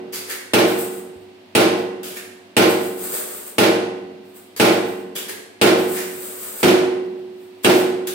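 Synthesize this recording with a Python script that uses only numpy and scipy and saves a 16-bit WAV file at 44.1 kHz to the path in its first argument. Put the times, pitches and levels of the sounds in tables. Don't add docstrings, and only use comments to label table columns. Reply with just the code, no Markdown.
import sys
import numpy as np
from scipy import signal
from scipy.fft import rfft, irfft, next_fast_len
from scipy.io import wavfile
from scipy.ndimage import uniform_filter1d, minimum_filter1d, map_coordinates

SR = 44100
rng = np.random.default_rng(int(sys.argv[2]) if len(sys.argv) > 2 else 0)


def generate_wav(sig):
    pcm = np.round(np.clip(np.atleast_2d(sig).T, -1, 1) * 32767).astype(np.int16)
    wavfile.write(sys.argv[1], SR, pcm)


N = 358974
AGE = np.arange(2 * SR) / SR

# (frequency [Hz], likeness [0 to 1])
LIKENESS = [(100, 0.98), (250, 0.87), (400, 0.84), (600, 0.32), (1000, 0.065), (15000, 0)]


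def amp(db):
    return 10 ** (np.asarray(db) / 20)


def unit(x):
    return x / np.sqrt(np.mean(x ** 2) + 1e-20)


def along(points, hz):
    f, v = np.transpose(points)
    return np.interp(np.log(hz + 1), np.log(f + 1), v)


def filtered(x, response):
    size = x.shape[-1]
    padded = next_fast_len(size + 8192)
    spectrum = rfft(x, padded) * response(np.fft.rfftfreq(padded, 1 / SR))
    return irfft(spectrum, padded)[..., :size]


def half_angle(hz):
    return np.arccos(np.clip(along(LIKENESS, hz), -1, 1)) / 2


def noise(spectrum, size):
    def mid_and_side(hz):
        shares = np.array([np.cos(half_angle(hz)), np.sin(half_angle(hz))])
        return amp(along(spectrum, hz)) * shares

    mid, side = filtered(rng.standard_normal((2, size)), mid_and_side)
    return unit(np.array([mid + side, mid - side]))


def dying(x):
    # (frequency [Hz], time to fade by 60 dB [s])
    room_fading = [(60, 0.34), (180, 1.9), (400, 0.94), (900, 0.88), (2500, 0.74), (5000, 0.65),
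                   (9000, 0.6), (15000, 0.34)]
    hz, t, z = signal.stft(x, SR, nperseg=512)
    faded = z * amp(-60 * t / along(room_fading, hz)[:, None])
    return signal.istft(faded, SR, nperseg=512)[1][:, :x.shape[-1]]


def add(track, s, sound):
    start = round(s * SR)
    part = sound[:, max(-start, 0):max(N - start, 0)]
    track[:, max(start, 0):max(start, 0) + part.shape[1]] += part


def envelope(rise, length, fall):
    t = AGE[AGE < length + 10 * fall]
    return np.minimum(t / rise, 1) * np.exp(-np.maximum(t - length, 0) / fall)


def motor(air_db=-49, hum_hz=100, hum_db=-63):
    # (frequency [Hz], relative level [dB per Hz])
    air_colour = [(15, -70), (30, -46), (60, -49), (100, -6), (140, -26), (200, -1.5), (300, -5),
                  (450, -11), (700, -9.5), (1400, -19.5), (2400, -16.5), (4300, -21), (6500, -32),
                  (15000, -39)]
    hum = np.sin(2 * np.pi * hum_hz * np.arange(N) / SR)
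    return amp(air_db) * noise(air_colour, N) + amp(hum_db) * hum


def bumps(rise=0.014, fall=0.054):
    # (time [s], level [dB])
    bump_times = [(1.15, -48), (6.631, -34.5)]
    # (frequency [Hz], relative level [dB per Hz])
    bump_colour = [(20, -19), (45, -10), (65, 0), (95, 2), (140, -12), (300, -60), (1000, -120)]
    out = np.zeros((2, N))
    shape = envelope(rise, rise, fall)
    for s, db in bump_times:
        add(out, s, amp(db) * shape * noise(bump_colour, len(shape)))
    return out


def gritty(spectrum, size, grain_db=2.0):
    clumps = unit(uniform_filter1d(rng.standard_normal(size), size=120))
    return unit(noise(spectrum, size) * amp(grain_db * clumps))


def flow(rise=0.026, fall=0.012, lump_rise=0.03, lump_fall=0.014, flutter_db=3.9, flutter_per_s=16):
    # (time [s], length [s], starting level [dB], growth [dB per s])
    pours = [(0.64, 0.36, -33.5, -3.5), (1.13, 0.098, -58, 0), (2.66, 0.82, -35, 6),
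             (4.227, 0.22, -51, -22), (4.76, 0.25, -45.5, -25), (5.755, 0.857, -37.5, 8.5),
             (5.873, 0.097, -27.5, 28), (7.017, 0.7, -68.5, 10), (7.705, 0.099, -27, 4)]
    # (time [s], level [dB])
    lumps = [(0.76, -29), (1.76, -35.5), (2.68, -22), (3.111, -21), (4.338, -35.5), (4.712, -32.5)]
    power = np.zeros((1, N))
    for s, length, db, growth in pours:
        shape = envelope(rise, length, fall)
        strength = shape * amp(db + growth * AGE[:len(shape)])
        add(power, s, strength[None] ** 2)
    lump_shape = envelope(lump_rise, lump_rise, lump_fall)
    for s, db in lumps:
        add(power, s, (amp(db) * lump_shape)[None] ** 2)
    flutter = map_coordinates(rng.standard_normal(SR), [np.arange(N) / SR * flutter_per_s])
    return np.sqrt(power) * amp(flutter_db * flutter)


def stroke(rise, fall, blade_db, ring_db, ring_hz, hollow_db=0.5, hollow_hz=2330, ring_width_hz=220):
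    # (frequency [Hz], relative level [dB per Hz])
    grit_colour = [(60, -68), (300, -2), (1200, 0.5), (3000, 1), (6500, 0.5), (9000, 2.5), (15000, 2)]
    # (frequency [Hz], relative level [dB per Hz])
    blade_colour = [(60, -70), (200, -31), (450, 8.5), (700, -22), (1300, -9), (1750, -6.5), (2700, -6),
                    (3600, -10), (12000, -14)]
    force = envelope(rise, rise, fall)
    rub = gritty(grit_colour, len(AGE)) + amp(blade_db) * gritty(blade_colour, len(AGE))
    rub = rub[:, :len(force)]
    rub = filtered(rub, lambda hz: amp(hollow_db * np.cos(2 * np.pi * hz / hollow_hz)))
    singing = lambda hz: 1 + amp(ring_db) / (1 + ((hz - ring_hz) / ring_width_hz) ** 2)
    return force * filtered(rub, singing)


def sand(stroke_db=-2, room_db=0, direct_db=-4):
    # (frequency [Hz], relative level [dB per Hz])
    sand_colour = [(60, -64), (200, -22), (450, 8.5), (800, -6), (1200, 0), (2500, -6.5), (4200, -6.5),
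                   (6000, -8.5), (7200, -1), (8500, 6.5), (9600, -2), (13000, 3.5), (16000, 4.5)]
    # (time [s], relative level [dB], rise [s], fall [s], blade ring [Hz])
    bites = [(0.123, -23, 0.011, 0.052, 4770), (2.031, -26.5, 0.001, 0.073, 3240),
             (4.562, -26, 0.0035, 0.043, 4700), (5.15, -20, 0.012, 0.029, 3300),
             (7.628, -25.5, 0.015, 0.017, 3400), (8.069, -19.5, 0.0036, 0.021, 3560)]
    # (time [s], relative level [dB], swell [s])
    scrapes = [(0.272, -23, 0.04), (2.151, -27.5, 0.021), (5.28, -23, 0.016), (5.92, -25.5, 0.067)]
    near = flow() * gritty(sand_colour, N)
    for s, db, rise, fall, ring_hz in bites:
        bite = stroke(rise, fall, blade_db=-9.5, ring_db=1, ring_hz=ring_hz)
        add(near, s, amp(db + stroke_db) * bite)
    for s, db, swell in scrapes:
        scrape = stroke(swell, 0.58 * swell, blade_db=-4.5, ring_db=5.5, ring_hz=1830)
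        add(near, s, amp(db + stroke_db) * scrape)
    tail = dying(rng.standard_normal((2, SR)))
    echo = signal.fftconvolve(near, tail / np.linalg.norm(tail[0]), axes=1)[:, :N]
    return amp(direct_db) * near + amp(room_db) * echo


def mode(hz, t60, build):
    spread = rng.choice([-1, 1]) * half_angle(hz)
    phase = rng.uniform(0, 2 * np.pi) + spread * np.array([[1], [-1]])
    fading = amp(-60 * AGE / t60)
    return np.sin(2 * np.pi * hz * AGE + phase) * fading * (1 - np.exp(-AGE / build))


def ring(modes, build):
    return sum(amp(db) * mode(hz, t60, build) for hz, db, t60 in modes)


def wash(first_share=0.78, build=0.0012):
    # (frequency [Hz], relative level [dB per Hz])
    clang_colour = [(20, -65), (50, -18), (85, -20), (115, -17.5), (150, -14.5), (200, -2.5), (290, -4),
                    (400, 2), (650, 0), (1100, -6.5), (2600, -9), (4500, -13.5), (7000, -20.5),
                    (15000, -21)]
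    swell = 1 - (1 - first_share) * np.exp(-AGE / build)
    return dying(noise(clang_colour, len(AGE))) * swell


def jolts(frame_db=4.5, bench_db=2, wash_db=-12, fresh_db=-10, arm_db=-18, arm_far_db=17,
          arm_right_db=2.0, repeat_hz=2000, crack_db=-14, crack_t60=0.17, thud_db=-14, thud_t60=0.73):
    # (strength [dB], relative bench thud [dB], relative crack [dB])
    drops = [(0, -17, 0), (-2, -19, 0), (-1.54, -14, 1.5), (-1, -20.5, 0.5), (-1.5, -16, -3), (-1, -16, -3),
             (-1.2, -10, 1), (-2, -4, -0.5), (-2, -9.5, 2)]
    # (time after the drop [s], level against the drop [dB])
    hops = [(.05, -14), (.075, -30.5), (.115, -37)]
    # (frequency [Hz], relative level [dB], time to fade by 60 dB [s])
    frame_modes = [(322.7, -17, 0.64), (325, -15, 0.65), (334.5, -17, 0.74), (352.8, -25, 1.04),
                   (379, -22, 0.44), (413.6, -22, 0.54), (421, -13, 0.42), (443, -26, 1.25),
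                   (457, -29, 1.28), (468.2, -19.5, 1.204), (477, -48, 0.8), (544, -47, 0.72),
                   (575, -15, 0.43), (621, -16, 0.63), (616, -34.5, 1.5), (589, -34.5, 1.4),
                   (708, -42, 2.2), (787, -26, 1.17), (841, -24, 0.82), (882, -35, 1.1),
                   (1048, -24.5, 0.86), (1250, -36, 0.72), (1392, -20.5, 0.54), (1380, -40, 1.1),
                   (1500, -27, 0.89), (1550, -52, 2.8), (1955, -31, 1.11), (2220, -22.5, 0.5),
                   (2356, -20.5, 0.62), (2740, -39.5, 1.85)]
    # (frequency [Hz], relative level [dB], time to fade by 60 dB [s])
    bench_modes = [(111.7, -27, 0.86), (130.2, -33, 0.63), (170, -33, 1.1), (183, -26, 1.16),
                   (199, -25.5, 0.66), (217, -58, 1.5), (243, -45, 0.077), (241, -20.5, 0.53),
                   (277.8, -31, 1.88)]
    # (frequency [Hz], relative level [dB], time to fade by 60 dB [s])
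    arm_modes = [(263.5, -7, 1), (347, -4, 1.05), (368.3, 0, 1.8), (743, -11, .85)]
    # (frequency [Hz], relative level [dB per Hz])
    crack_colour = [(100, -29), (400, -22), (1200, -16), (2700, 13), (6000, -18), (8600, 3.5), (15000, -29)]
    # (frequency [Hz], relative level [dB per Hz])
    thud_colour = [(25, -28), (45, -14), (65, 0), (100, -2), (200, 23), (400, -20)]
    # (frequency [Hz], gain [dB])
    landing_colour = [(120, -40), (330, -10), (470, 1.5), (660, -0.5), (1000, -2.5), (3000, 1), (15000, -3)]
    # (time [s], place [0 at the mould to 1 at the far end of the arms])
    listening_spot = [(0.5, 0.21), (4.6, 0.067), (6.6, 0.62), (7.6, 0.53)]
    first_drop_s, turn_s = -0.4808, 1.0158

    out = np.zeros((2, N))
    usual = amp(frame_db) * ring(frame_modes, build=0.04)
    usual = usual + amp(bench_db) * ring(bench_modes, build=0.0048) + amp(wash_db) * wash()
    arm_sides = amp(np.array([[-.5], [.5]]) * arm_right_db)
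    arms = ring(arm_modes, build=0.017) * arm_sides
    for turn, (db, knock_db, contact_db) in enumerate(drops):
        s = first_drop_s + turn * turn_s
        moved = np.interp(s, *np.transpose(listening_spot))
        kept = lambda hz: np.sqrt(1 - moved ** 2) / np.sqrt(1 + (hz / repeat_hz) ** 4)
        renewed = lambda hz: np.sqrt(1 - kept(hz) ** 2)
        body = filtered(usual, kept) + amp(fresh_db) * filtered(wash(), renewed)
        crack = amp(crack_db + contact_db - 60 * AGE / crack_t60) * noise(crack_colour, len(AGE))
        thud = amp(thud_db + knock_db - 60 * AGE / thud_t60) * noise(thud_colour, len(AGE))
        thud = thud * (1 - np.exp(-AGE / 0.0092))
        heard_arms = amp(arm_db + arm_far_db * moved) * arms
        add(out, s, amp(db) * (body + crack + thud + heard_arms))
        for delay, hop_db in hops:
            landing = filtered(wash(), lambda hz: amp(along(landing_colour, hz)))
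            add(out, s + delay, amp(db + hop_db) * landing)
    return out


def scene():
    # (frequency [Hz], left minus right [dB])
    side_balance = [(150, 1.5), (260, 1), (370, -1.5), (550, 0), (1000, 1), (2200, -3.5), (4000, -1.5),
                    (8000, 1.5), (15000, 1.2)]
    lean = lambda hz: amp(along(side_balance, hz) * np.array([[.5], [-.5]]))
    return filtered(motor() + bumps() + sand() + jolts(), lean)


def record(dry, ceiling=1.0, hold_s=0.012, low_hz=45, top_hz=15800):
    heard = filtered(dry, lambda hz: (1j * hz / (1j * hz + low_hz)) ** 2)
    span = max(int(hold_s * SR), 2)
    needed = np.minimum(1, ceiling / (np.abs(heard).max(axis=0) + 1e-9))
    gain = uniform_filter1d(minimum_filter1d(needed, span), span)
    return filtered(heard * gain, lambda hz: 1 / np.sqrt(1 + (hz / top_hz) ** 240))


dry = scene()
out = record(dry)
generate_wav(out)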